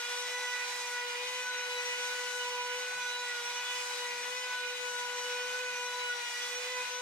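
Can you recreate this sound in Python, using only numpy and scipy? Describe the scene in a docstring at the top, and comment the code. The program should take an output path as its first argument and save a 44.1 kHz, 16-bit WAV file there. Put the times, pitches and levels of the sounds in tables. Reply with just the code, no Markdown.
"""Trim router on a gantry

A trim router on a gantry carves a relief in fibreboard in a hard-walled workshop.
The spindle whines on multiples (orders) of its turning rate, which sags under load; each order swells and
fades as the moving tool shifts through the room's reflections. Filtered noise makes the hiss of fan air and
chips and a faint gantry rumble; a weak tone at half the turning rate comes and goes."""
import sys
import numpy as np
from scipy import signal
from scipy.fft import rfft, irfft, next_fast_len
from scipy.io import wavfile

SR = 44100
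rng = np.random.default_rng(int(sys.argv[2]) if len(sys.argv) > 2 else 0)


def master_out(mix):
    """Clip the mix to full scale and print it as 16-bit PCM to the path in sys.argv[1]."""
    frames = np.transpose(np.atleast_2d(mix))
    ceiling = np.clip(frames, -1, 1)
    pcm = np.round(ceiling * 32767).astype(np.int16)
    wavfile.write(sys.argv[1], SR, pcm)


N = 309141

PORT_LAG_S = 4.5e-5   # delay at the right port of the sound both ports share

# Spindle orders with listed swells. Each row: multiple of the turning rate, level in dB of the part
# opposite in sign at the two ports (before its scatter), flutter depth as a fraction of the amplitude.
SIDE_ORDERS = [(1, -65.5, 0.18), (2, -54, 0.27), (3, -54.5, 0.33), (4, -57, 0.58), (5, -52, 0.51),
               (6, -53, 0.68), (8, -54, 0.39), (7, -58, 0.63), (10, -66, 0.77), (11, -65, 0.5),
               (12, -55.5, 0.79)]


def from_db(db):
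    """Decibels are logarithmic: 20 dB is a tenfold amplitude."""
    return 10 ** (np.asarray(db) / 20)


def rms_one(x):
    """Mean power sets level: scales a signal to an rms of 1."""
    return x / np.sqrt(np.mean(np.abs(x) ** 2) + 1e-20)


def in_time(rows):
    """Linear interpolation in time: the columns of a table, one value a sample."""
    s, *columns = np.transpose(rows)
    return [np.interp(np.arange(N) / SR, s, column) for column in columns]


def at_hz(points, hz):
    """Pitch is logarithmic in frequency: reads a spectrum on a log-frequency axis."""
    point_hz, values = np.array(points).T
    return np.interp(np.log(hz), np.log(point_hz), values)


def bump(at_s, spread_s):
    """Gaussian pulse: a smooth rise and fall around one moment, height 1, standard deviation spread_s."""
    t = np.arange(N) / SR
    return np.exp(-.5 * ((t - at_s) / spread_s) ** 2)


def drift(rate_hz):
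    """Low-passed noise wanders slowly: two equal poles at rate_hz, rms 1."""
    step = 40                                  # samples between coarse values
    pole = np.exp(-2 * np.pi * rate_hz * step / SR)
    coarse = rng.standard_normal(N // step + 2002)
    slow = signal.lfilter([1], [1, -2 * pole, pole * pole], coarse)[2000:]   # drop the run-in
    return np.interp(np.arange(N) / step, np.arange(len(slow)), rms_one(slow))


def scatter(rate_hz):
    """The sum of many reflections is complex Gaussian: a wandering strength and phase, power 1."""
    return (drift(rate_hz) + 1j * drift(rate_hz)) / np.sqrt(2)


def hiss(spectrum, patchy_db, flicker_hz):
    """Partial coherence: noise partly shared by the two ports, flickering in octave bands; rms 1."""
    # Each row: frequency in Hz, share of the noise power common to both ports, 0 to 1.
    likeness = [(60, 0.98), (500, 1), (680, 0.75), (1300, 0.77), (1800, 0.31), (3100, 0.49), (7000, 0.42),
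                (15000, 0.32)]
    size = next_fast_len(N)
    hz = np.maximum(np.arange(size // 2 + 1) * SR / size, 1)
    shared, left, right = rfft(rng.standard_normal((3, size)))
    alike = np.clip(at_hz(likeness, hz), 0, 1)
    late = shared * np.exp(-2j * np.pi * hz * PORT_LAG_S)
    common = np.sqrt(alike) * np.array([shared, late])
    separate = np.sqrt(1 - alike) * np.array([left, right])
    pair = (common + separate) * from_db(at_hz(spectrum, hz))

    out = 0
    together = drift(flicker_hz)
    for octave in range(4, 15):
        share = np.clip(1 - np.abs(np.log2(hz) - octave), 0, 1)   # overlapping bands that add up to one
        band = irfft(pair * share, size)[:, :N]
        flicker_db = patchy_db * (0.77 * together + drift(flicker_hz))
        out = out + band * from_db(flicker_db)
    return rms_one(out)


def turning_angle():
    """Phase is the running integral of rate: the spindle's angle in radians as it sags and runs up."""
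    # Spindle speed, sagging under load and rising when the cut eases.
    # Each row: time in seconds, speed in turns per second.
    spindle = [(0.0, 482), (0.03, 482.7), (0.11, 488.4), (0.31, 493.5), (0.8, 491), (1.16, 486.5),
               (1.27, 495.8), (1.32, 497.6), (1.45, 496.7), (1.61, 491.9), (1.9, 489.8), (2.14, 493),
               (2.64, 490.6), (2.91, 496.5), (3.13, 490.6), (3.24, 490.4), (3.41, 482.2), (3.44, 482.8),
               (3.5, 487.5), (3.73, 493.1), (4.18, 486.9), (4.22, 488.3), (4.36, 498.3), (4.4, 499),
               (4.53, 496.7), (4.69, 491.5), (4.83, 493.1), (4.96, 488.9), (5.16, 491.7), (5.38, 491.9),
               (5.61, 496.6), (5.8, 490.9), (6.01, 491.7), (6.26, 482.2), (6.61, 492.9), (6.72, 499.6),
               (6.88, 494.3), (7.01, 494.8)]
    speed, = in_time(spindle)
    return 2 * np.pi * np.cumsum(speed + 0.25 * drift(13.6)) / SR


def order_levels():
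    """Interference varies level: each order with listed swells wanders about its usual dB, swells or fades."""
    # Usual level of each of these orders before its wander, in dB rms, in the sequence of SIDE_ORDERS.
    usual_levels = [-48, -48, -45, -49.5, -53.5, -55.5, -58, -60, -61.5, -69, -62]
    # Passing swells and fades of one order. Each row: centre in seconds, multiple of the turning rate,
    # standard deviation of the pulse in seconds, change at its centre in dB.
    swells = [(0.0, 2, 0.07, -5), (0.04, 1, 0.033, -8.5), (0.09, 4, 0.015, -12), (0.133, 7, 0.12, 6.8),
              (0.306, 2, 0.022, -16), (0.307, 11, 0.115, 13), (0.334, 4, 0.052, 4.5), (0.45, 12, 0.118, 8),
              (0.533, 4, 0.22, 3.5), (0.6, 8, 0.29, 4.5), (0.642, 12, 0.087, -3), (0.668, 1, 0.21, -5.5),
              (0.675, 4, 0.03, -16), (0.766, 6, 0.16, -9), (0.775, 11, 0.073, 8), (0.808, 3, 0.075, -10),
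              (0.818, 5, 0.036, 7.5), (0.9, 10, 0.266, 3.5), (0.946, 3, 0.035, 4.0), (0.995, 4, 0.077, 5.5),
              (0.998, 7, 0.076, -11), (1.171, 8, 0.14, -9), (1.183, 3, 0.013, -10.0),
              (1.187, 2, 0.0091, -4), (1.2, 5, 0.057, 3.5), (1.206, 1, 0.028, 2.5), (1.27, 3, 0.1, -12.5),
              (1.275, 2, 0.0073, -7), (1.436, 11, 0.035, 15), (1.456, 5, 0.2, 4), (1.465, 1, 0.034, -7.9),
              (1.469, 3, 0.054, 7), (1.549, 11, 0.094, -5.0), (1.597, 4, 0.089, -8), (1.62, 1, 0.16, 1.5),
              (1.63, 8, 0.023, 9), (1.672, 2, 0.013, -24), (1.693, 12, 0.042, -12), (1.767, 8, 0.028, 11),
              (1.783, 12, 0.053, 6), (1.8, 11, 0.032, 6), (2.03, 7, 0.024, 7), (2.069, 4, 0.047, -6.0),
              (2.158, 7, 0.467, -8), (2.168, 10, 0.056, -1), (2.218, 11, 0.058, 4), (2.221, 4, 0.058, 5.7),
              (2.224, 3, 0.077, 5), (2.338, 5, 0.217, -8), (2.39, 6, 0.1, 7), (2.403, 11, 0.049, -6),
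              (2.5, 11, 0.029, 10), (2.57, 6, 0.059, -8), (2.585, 2, 0.11, 6.5), (2.593, 10, 0.12, -5),
              (2.65, 1, 0.29, 2), (2.671, 4, 0.48, -7), (2.774, 5, 0.029, -9.4), (2.869, 2, 0.055, -12),
              (2.903, 12, 0.029, -9), (2.916, 5, 0.093, 7.5), (2.943, 6, 0.041, -10),
              (2.951, 10, 0.029, -7.7), (2.997, 1, 0.053, -5), (3.077, 12, 0.058, 10),
              (3.087, 3, 0.23, 3.5), (3.153, 11, 0.048, -7.7), (3.18, 12, 0.045, -9.2),
              (3.187, 2, 0.081, 4.4), (3.191, 8, 0.074, 11.3), (3.256, 6, 0.046, -9), (3.27, 7, 0.108, -10),
              (3.3, 4, 0.032, 10.5), (3.324, 2, 0.036, -13), (3.343, 7, 0.036, 9), (3.417, 1, 0.34, -4.5),
              (3.426, 3, 0.0096, -10.8), (3.56, 7, 0.37, 6), (3.618, 6, 0.15, 6.7), (3.727, 11, 0.02, 9),
              (3.754, 4, 0.048, 6.3), (3.769, 8, 0.061, -7.9), (3.801, 11, 0.192, -9),
              (3.838, 10, 0.027, 5), (3.84, 12, 0.028, -7.1), (3.9, 4, 0.09, -9), (3.947, 8, 0.026, 8),
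              (4.0, 7, 0.084, -10), (4.075, 4, 0.033, 5.5), (4.093, 3, 0.21, -6), (4.137, 6, 0.034, -11),
              (4.196, 8, 0.034, -12), (4.239, 2, 0.014, -9.1), (4.32, 2, 0.009, -15), (4.39, 3, 0.07, -6),
              (4.394, 11, 0.036, 16), (4.426, 10, 0.019, 9.3), (4.44, 5, 0.31, 4), (4.544, 1, 0.034, -10),
              (4.554, 3, 0.1, 5.5), (4.606, 4, 0.066, -14), (4.696, 11, 0.102, -9),
              (4.775, 3, 0.021, -10.5), (4.783, 2, 0.034, -15), (4.995, 5, 0.12, -10), (5.103, 4, 0.033, 8),
              (5.19, 2, 0.83, 2), (5.187, 3, 0.016, -8.0), (5.2, 7, 0.329, -7), (5.27, 6, 0.096, 4.5),
              (5.338, 11, 0.13, 13), (5.353, 10, 0.27, -7), (5.38, 1, 0.16, 4.5), (5.4, 4, 0.47, -8),
              (5.563, 2, 0.1, -11), (5.647, 12, 0.045, -16), (5.684, 3, 0.17, 3.2), (5.69, 5, 0.2, 7),
              (5.721, 8, 0.072, -12), (5.918, 11, 0.08, 11), (5.933, 8, 0.2, 8), (5.956, 2, 0.105, 5),
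              (5.97, 12, 0.32, 8.9), (5.997, 7, 0.076, -10), (6.007, 12, 0.088, -10.9), (6.07, 5, 0.1, -12),
              (6.117, 3, 0.026, 11), (6.122, 2, 0.018, -22), (6.14, 11, 0.02, 9), (6.256, 1, 0.013, -8.0),
              (6.263, 4, 0.066, 4.6), (6.305, 3, 0.122, -4.5), (6.32, 7, 0.252, 5), (6.346, 1, 0.142, -10),
              (6.38, 2, 0.015, -11), (6.45, 2, 0.27, -4.5), (6.595, 2, 0.042, -13), (6.63, 1, 0.15, 4.1),
              (6.694, 3, 0.1, -7.5), (6.747, 12, 0.072, -7.6), (6.773, 2, 0.042, 6.5),
              (6.82, 5, 0.032, 8.8), (6.87, 1, 0.021, -20), (6.931, 4, 0.053, -19)]
    levels = []
    for usual_db, (k, *_) in zip(usual_levels, SIDE_ORDERS):
        moments_db = sum(db * bump(s, spread_s) for s, order, spread_s, db in swells if order == k)
        wander_db = 1.0 * drift(13.2 * np.sqrt(k))   # faster for higher multiples
        levels.append(usual_db + moments_db + wander_db)
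    return levels


def whine(turn, levels_db):
    """Periodic forcing: unbalance, flutes and fan blades give sines on multiples of the turning angle."""
    # Further orders, without listed swells: their level and phase wander at random.
    # Each row: multiple of the turning rate, level in dB before roughness and reflections scale it.
    further_orders = [(9, -64), (13, -60), (14, -61.5), (15, -73), (16, -71), (17, -67), (18, -71.5),
                      (20, -72)]
    out = np.zeros((2, N))
    for level_db, (k, side_db, flutter) in zip(levels_db, SIDE_ORDERS):
        path = rng.uniform(0, 2 * np.pi) + 0.74 * drift(0.31 * k)   # the changing path shifts the phase
        wave = np.sqrt(2) * np.exp(1j * (k * turn + path))
        chatter = 1 + flutter * scatter(6.8 * np.sqrt(k))           # the uneven bite roughens the tone
        side = from_db(side_db) * (.3j + scatter(0.64 * k))
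        ports = from_db(level_db) + side * [[1], [-1]]
        out += np.real(wave * chatter * ports)

    for k, level_db in further_orders:
        wave = np.sqrt(2) * from_db(level_db) * np.exp(1j * k * turn)
        wave = wave * (1 + 0.5 * scatter(26.0))
        rate_hz = 0.42 * k   # short waves pass through the reflection pattern faster
        shared = 0.34 * (0.6 + scatter(rate_hz))
        late = np.exp(-2j * np.pi * k * 491 * PORT_LAG_S)   # lag as phase at 491 turns per second
        out[0] += np.real(wave * (shared + 0.77 * scatter(rate_hz)))
        out[1] += np.real(wave * (shared * late + 1.0 * scatter(rate_hz)))
    return out


def fan_air():
    """Turbulence is broadband: the fan's air is shaped noise with flickering bands."""
    # Each row: frequency in Hz, relative spectral level in dB per Hz.
    air_spectrum = [(25, -46), (120, -34.5), (250, -27.5), (400, -20), (620, -13), (900, -2.5), (1250, -9),
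                    (1650, -3.5), (2050, 1.5), (3200, -5), (3800, -4), (5000, -10), (8000, -20.5),
                    (15700, -27)]
    return from_db(-43.5) * hiss(air_spectrum, patchy_db=0.99, flicker_hz=8.6)


def cutting(turn):
    """Amplitude modulation: chips tear off once a turn, and the motor's mains ripple shakes the bite."""
    # Depth of bite. Each row: time in seconds, cutting level in dB before the 6.5 dB lift below.
    bite = [(0.0, -51.5), (0.21, -47.5), (0.3, -51.5), (0.76, -49.5), (0.9, -49.5), (1.03, -53.5),
            (1.42, -51.5), (1.52, -57), (1.87, -49.5), (2.3, -50.5), (2.62, -53), (3.28, -53), (3.9, -49),
            (4.14, -52.5), (4.26, -50.5), (4.74, -57.5), (4.86, -51.5), (5.4, -52), (6.13, -54.5),
            (6.48, -47), (6.56, -51), (6.8, -49.5), (7.01, -55)]
    # Each row: frequency in Hz, relative spectral level in dB per Hz.
    chips = [(300, -34), (1000, -6.5), (3000, -7), (6000, -2), (8000, -5), (10000, -11), (12000, -17),
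             (15700, -21)]
    bite_db, = in_time(bite)
    ripple = 0.06 * np.sin(2 * np.pi * 100 * np.arange(N) / SR)   # 100 Hz
    pulse = 1 + 0.06 * np.cos(turn) + ripple
    return from_db(bite_db + 6.5) * pulse * hiss(chips, patchy_db=0.97, flicker_hz=11.0)


def gantry_rumble():
    """Structural resonance favours low bands: the frame rumbles as it feeds, and shudders at moments."""
    # Each row: frequency in Hz, relative spectral level in dB per Hz.
    rumble = [(25, -25), (90, -9), (112, 4), (140, -10), (175, 4), (210, -5), (400, -45)]
    # Each row: centre in seconds, change at the centre from the steady rumble in dB.
    shudders = [(1.35, 7), (1.74, 4), (2.99, 9), (4.5, 6), (4.84, 7.5), (5.72, 9), (6.6, -1)]
    steady_db, shudder_spread_s = -85.5, 0.088
    rumble_db = steady_db + sum(db * bump(s, shudder_spread_s) for s, db in shudders)
    return from_db(rumble_db) * hiss(rumble, patchy_db=1.5, flicker_hz=5.9)


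def half_order_tone(turn):
    """A subharmonic repeats every two turns: a faint sine at half the turning rate, in spells."""
    # Each row: start in seconds, end in seconds, level in dB rms before its wander.
    half_tone = [(0.724, 1.552, -81), (1.858, 2.6, -82), (3.918, 4.352, -79.5), (4.5, 4.749, -82),
                 (4.979, 5.55, -79), (6.35, 6.895, -83.5)]
    edge_s = 0.11   # linear fade, centred on each start and end
    t = np.arange(N) / SR
    spells = 0
    for start, end, db in half_tone:
        inside_s = np.minimum(t - start, end - t)
        spells = spells + from_db(db) * np.clip(inside_s / edge_s + .5, 0, 1)
    return np.sqrt(2) * spells * from_db(2.2 * drift(5.5)) * np.sin(turn / 2)


def scene():
    """Superposition: whine, fan air, chips, rumble and half-order tone add at the two ports."""
    turn = turning_angle()
    spindle_whine = whine(turn, order_levels())
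    return spindle_whine + fan_air() + cutting(turn) + gantry_rumble() + half_order_tone(turn)


def record(dry):
    """Linear filtering: the ports differ a little in colour, and a steep low-pass cuts the top."""
    # Each row: frequency in Hz, left minus right level in dB.
    tilt = [(200, 0), (600, 1.5), (900, 1.5), (1500, 0.7), (2800, -2), (4000, 2.5), (5000, 0.6),
            (8000, 2.5), (11000, 0), (13500, -3), (15500, -4)]
    size = next_fast_len(N)
    hz = np.maximum(np.arange(size // 2 + 1) * SR / size, 1)
    port_db = at_hz(tilt, hz) * [[.5], [-.5]]   # half the difference to each side
    coloured = irfft(rfft(dry, size) * from_db(port_db), size)[:, :N]
    low_pass = signal.cheby2(16, 70, 15900, fs=SR, output="sos")   # 70 dB down from 15900 Hz up
    return signal.sosfilt(low_pass, coloured)


dry = scene()
out = record(dry)
master_out(out)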